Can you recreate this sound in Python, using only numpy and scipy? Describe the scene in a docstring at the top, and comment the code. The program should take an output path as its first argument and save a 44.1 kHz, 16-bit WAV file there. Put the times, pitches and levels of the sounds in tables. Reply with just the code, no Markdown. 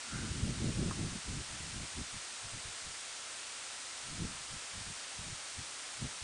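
"""A touring motorcycle rolls slowly along a forest dirt road, heard from behind its windscreen.
A steady hiss covers a very faint engine hum throughout. A brief rasp opens the scene as air spills
round the screen and buffets the microphone in one long gust, with a small bodywork knock near its end.
Short puffs follow, lone eddies thumping among them; a softer gust swells at about four seconds and
leads into the last puffs. In the strongest air, eddies break off the screen with a hollow flutter."""
import sys
import numpy as np
from scipy import signal
from scipy.fft import rfft, irfft, next_fast_len
from scipy.io import wavfile
from scipy.ndimage import uniform_filter1d, map_coordinates

SR = 44100
rng = np.random.default_rng(int(sys.argv[2]) if len(sys.argv) > 2 else 0)


def materialize(psi):
    """Save the field psi as 16-bit PCM at rate SR to the path in sys.argv[1].

    A 1-D psi becomes a single channel; in a 2-D psi each row is a channel.
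    """
    bounded = np.clip(np.atleast_2d(psi).T, -1, 1)
    quanta = np.round(bounded * 32767).astype(np.int16)
    wavfile.write(sys.argv[1], SR, quanta)


N = 274743

# Tone of the rumble in the puffs and the soft gust. Each row: frequency in Hz, relative level in dB.
PUFF_SPECTRUM = [(20, -5), (45, -3), (75, 0), (120, 0), (190, -3.5), (290, -8), (400, -16), (600, -27),
                 (1000, -43), (4000, -95)]


def from_db(db):
    """Decibels to gain."""
    return 10 ** (np.asarray(db) / 20)


def rms_one(x):
    """Scale to unit power."""
    return x / np.sqrt(np.mean(x ** 2) + 1e-20)


def seconds():
    """Time of every sample."""
    return np.arange(N) / SR


def gain_at(spectrum, hz):
    """Read a curve of (Hz, dB) points as gain, on a log-frequency axis."""
    points_hz, points_db = np.transpose(spectrum)
    return from_db(np.interp(np.log(np.maximum(hz, 1)), np.log(points_hz), points_db))


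def coloured(colour):
    """Noise of unit power, its spectrum shaped by the gain curve colour(Hz)."""
    size = next_fast_len(N)
    hz = np.fft.rfftfreq(size, 1 / SR)
    return rms_one(irfft(rfft(rng.standard_normal(size)) * colour(hz), size)[:N])


def drift(rate_hz):
    """Slow random wander of unit spread."""
    return coloured(lambda hz: 1 / (1 + (hz / rate_hz) ** 2))


def resonant_noise(centre_hz, width_hz):
    """Noise through a steep-sided resonance."""
    return coloured(lambda hz: 1 / (1 + ((hz - centre_hz) / width_hz) ** 2))


def ring(clicks, hz, t60):
    """Each click sets a sine of its own height ringing, 60 dB down after t60 seconds."""
    decay = from_db(-60 / (t60 * SR))
    step = 2 * np.pi * hz / SR
    return signal.lfilter([0, np.sin(step)], [1, -2 * decay * np.cos(step), decay ** 2], clicks + 1e-18)


def evened(x, span_s=.02):
    """Take the slow swells out of a noise and keep its fast lumps."""
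    size = int(span_s * SR)
    return x / np.sqrt(uniform_filter1d(uniform_filter1d(x ** 2, size), size) + 1e-12)


def varispeed(x, speed):
    """Run through a sound at a changing speed: faster is higher."""
    return map_coordinates(x, [np.cumsum(speed)], order=1, mode="mirror")


def swell(top_s, hold_s, rise_db_per_s, fall_db_per_s):
    """Envelope that reaches 1 at top_s, holds, then dies away."""
    age = seconds() - top_s
    down_db = np.maximum(-age * rise_db_per_s, (age - hold_s) * fall_db_per_s)
    return from_db(-np.clip(down_db, 0, 160))


def airflow(swirls, rise_db_per_s, fall_db_per_s):
    """Summed power of several swirls of air, and the speed of those that dominate."""
    powers = np.array([from_db(db) * swell(top_s, hold_s, rise_db_per_s, fall_db_per_s)
                       for top_s, hold_s, db, _ in swirls]) ** 2
    speeds = np.array(swirls)[:, -1]
    power = powers.sum(axis=0)
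    return power, speeds @ powers / power


def buffeting(spectrum, power, speed, speed_per_db, lump_db, lump_hz, reference_db=-40):
    """Eddies sweep over the microphone: faster air is louder and, carrying them past sooner, higher."""
    strength_db = 10 * np.log10(power + 1e-12) - reference_db
    flow = speed * np.exp(speed_per_db * np.clip(strength_db, -20, 3))
    eddies = evened(coloured(lambda hz: gain_at(spectrum, hz)))
    lumps = from_db(lump_db * drift(lump_hz))
    return np.sqrt(power) * varispeed(eddies, flow) * lumps


def engine(crank_hz=27.6, wander=.0082):
    """Low orders of the crank hum at a light throttle, with a faint, noisy whine above."""
    # Partials of the hum. Each row: multiple of the crank rate, rms level in dB.
    orders = [(3, -79), (4, -79), (7, -85.5)]
    turns = np.cumsum(crank_hz * (1 + wander * drift(1.65))) / SR
    hum = sum(from_db(db) * np.sqrt(2) * np.sin(2 * np.pi * (order * turns + rng.random()))
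              for order, db in orders)
    whine = from_db(-65.5) * resonant_noise(centre_hz=1335, width_hz=48)
    return hum + whine


def hiss(level_db=-45, balance_db=-.02):
    """A smooth bed of broadband hiss, centred except for its very top."""
    # Tone of the hiss. Each row: frequency in Hz, relative level in dB.
    spectrum = [(20, -16), (60, -16.5), (160, -14), (280, -7.5), (420, -6.5), (600, -3), (950, -1.5),
                (1500, 0), (4000, 0), (9300, -0.6), (9650, -3.5), (10050, -13), (10700, -21), (11600, -39)]
    # Its stereo width. Each row: frequency in Hz, side level against mid in dB.
    width = [(9000, -64), (9450, -16), (10000, -4), (10400, -1)]
    size = next_fast_len(N)
    hz = np.fft.rfftfreq(size, 1 / SR)
    mid, side = rfft(rng.standard_normal((2, size))) * gain_at(spectrum, hz)
    ears = np.array([[1], [-1]])
    stereo = irfft(mid + ears * side * gain_at(width, hz), size)[:, :N]
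    return from_db(level_db + ears * balance_db / 2) * rms_one(stereo)


def rasp(top_s=.125, glide_per_s=.13, glide_s=.15):
    """A short rub swells fast and fades slowly, creeping up in pitch; a low groan comes with its start."""
    # Resonances of the rub. Each row: centre in Hz, width in Hz, relative level in dB.
    modes = [(1445, 150, 1), (2080, 150, -11)]
    slopes = dict(rise_db_per_s=160, fall_db_per_s=60)
    rub = sum(from_db(db) * resonant_noise(hz, width_hz) for hz, width_hz, db in modes)
    pitch = 1 + glide_per_s * np.minimum(seconds() - top_s, glide_s)
    rub_level = from_db(-51) * swell(top_s, hold_s=.035, **slopes)
    groan = resonant_noise(centre_hz=245, width_hz=55)
    groan_level = from_db(-58) * swell(top_s=.09, hold_s=.06, **slopes)
    return rub_level * varispeed(rub, pitch) + groan_level * groan


def knock(low_cut_hz=620):
    """A plastic body panel is tapped and bounces once; it is too small to give off bass."""
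    # The tap and its bounce. Each row: time in seconds, strike level in dB.
    taps = [(0.9104, -34.3), (0.9235, -47)]
    # Modes of the panel. Each row: frequency in Hz, gain in dB, seconds to fade by 60 dB.
    modes = [(860, -19, .035), (1085, -1.5, .042), (1230, -2, .036), (1570, -8, .035)]
    clicks = np.zeros(N)
    for time_s, db in taps:
        clicks[round(time_s * SR)] = from_db(db)
    panel = sum(from_db(db) * ring(clicks, hz, t60) for hz, db, t60 in modes)
    return signal.sosfilt(signal.butter(2, low_cut_hz, "high", fs=SR, output="sos"), panel)


def soft_gust():
    """A gentle stream of air swells and ebbs smoothly over the microphone."""
    level = from_db(-47) * swell(top_s=4.13, hold_s=.12, rise_db_per_s=170, fall_db_per_s=95)
    return buffeting(PUFF_SPECTRUM, level ** 2, speed=.9, speed_per_db=.005, lump_db=1, lump_hz=23)


def flutters(width_hz=42, slope_db_per_s=800):
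    """In the strongest air, eddies break off the screen almost regularly: a brief, hollow flutter."""
    # Bursts of flutter. Each row: time of full level in seconds, hold in seconds, level in dB, pitch in Hz.
    bursts = [(.148, .015, -44, 165), (.785, .085, -40, 178), (.995, .05, -42, 150),
              (6.022, .034, -43.5, 145)]
    out = np.zeros(N)
    for top_s, hold_s, db, hz in bursts:
        level = from_db(db) * swell(top_s, hold_s, slope_db_per_s, slope_db_per_s)
        out += level * evened(resonant_noise(hz, width_hz))
    return out


def thumps(half_length_cycles=.55):
    """A lone eddy crosses the microphone: one smooth dip of pressure, shorter for a smaller eddy."""
    # Lone eddies. Each row: time in seconds, peak level in dB, pitch in Hz.
    eddies = [(.312, -31, 82), (.436, -28, 85), (.683, -31, 130), (1.044, -33, 130), (1.993, -38, 105),
              (2.449, -45, 85), (2.545, -41, 110), (2.658, -42, 100), (4.222, -33, 190), (4.255, -36, 100),
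              (4.779, -41.5, 95), (4.903, -47, 125), (5.196, -39.5, 85), (5.328, -38.5, 110),
              (5.591, -41, 90), (6.024, -37, 210), (6.225, -42, 75)]
    out = np.zeros(N)
    for time_s, db, hz in eddies:
        cycles = (seconds() - time_s) * hz
        envelope = np.exp(-np.minimum((cycles / half_length_cycles) ** 2, 50))
        out -= from_db(db) * envelope * np.cos(2 * np.pi * cycles)
    return out


def puffs(wake_db=-13, wake_ceiling_db=-63):
    """Swirls of air give short rumbles, deeper when they pass slowly, each wrapped in a soft wake."""
    # Passing swirls. Each row: time of full level in seconds, hold in seconds, level in dB, relative speed.
    swirls = [(1.283, .124, -41, .97), (1.51, .05, -50, 1), (1.605, .135, -50.5, .95),
              (1.758, .08, -44.5, 1), (1.976, .04, -41.8, 1), (2.145, .025, -50.5, .8),
              (2.455, .022, -54, .6), (2.54, .04, -50.5, .85), (2.665, .022, -51.3, .8),
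              (2.85, .06, -56, .7), (4.208, .048, -40.5, 1.08), (4.518, .048, -50.5, .8),
              (4.752, .065, -51.5, .75), (4.868, .038, -50.5, .8), (5.19, .07, -54.5, .85),
              (5.272, .065, -51.2, .92), (5.585, .03, -50.5, .9), (6.026, .032, -42.5, 1.02)]
    core, speed = airflow(swirls, rise_db_per_s=560, fall_db_per_s=560)
    wake, _ = airflow(swirls, rise_db_per_s=260, fall_db_per_s=165)
    power = core + np.minimum(wake * from_db(wake_db) ** 2, from_db(wake_ceiling_db) ** 2)
    return buffeting(PUFF_SPECTRUM, power, speed, speed_per_db=.004, lump_db=1.3, lump_hz=23)


def long_gust(stream_speed=.98, lull_db=5, lull_half_width_s=.02):
    """A steady stream of air spills round the screen, with brief lulls in it and broad surges on top."""
    # Tone of the gust's rumble. Each row: frequency in Hz, relative level in dB.
    spectrum = [(20, -11), (55, -1.5), (120, 0), (180, -1), (250, -6.5), (320, -9.5), (400, -15),
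                (600, -25), (1000, -42), (4000, -95)]
    # Surges of air. Each row: time of full level in seconds, hold in seconds, level in dB, relative speed.
    surges = [(.435, .07, -37.5, 1.08), (.62, .08, -36.6, 1.04), (.785, .115, -38, 1.05),
              (.995, .055, -40.5, 1.05)]
    stream = from_db(-42.2) * swell(top_s=.138, hold_s=1.032, rise_db_per_s=560, fall_db_per_s=560)
    lulls = sum(np.exp(-((seconds() - time_s) / lull_half_width_s) ** 2)
                for time_s in (.548, .945, 1.105))
    stream_power = (stream * from_db(-lull_db * lulls)) ** 2
    surge_power, surge_speed = airflow(surges, rise_db_per_s=260, fall_db_per_s=380)
    power = stream_power + surge_power
    speed = (stream_power * stream_speed + surge_power * surge_speed) / power
    return buffeting(spectrum, power, speed, speed_per_db=.006, lump_db=1.5, lump_hz=37)


def scene():
    """Everything but the hiss is the same in both ears; the open forest gives no echo."""
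    air = hiss() + long_gust() + soft_gust() + puffs() + flutters() + thumps()
    return air + engine() + rasp() + knock()


def record(dry):
    """A steep low-pass cuts the top at 11650 Hz."""
    return signal.sosfilt(signal.ellip(10, .1, 80, 11650, fs=SR, output="sos"), dry)


dry = scene()
out = record(dry)
materialize(out)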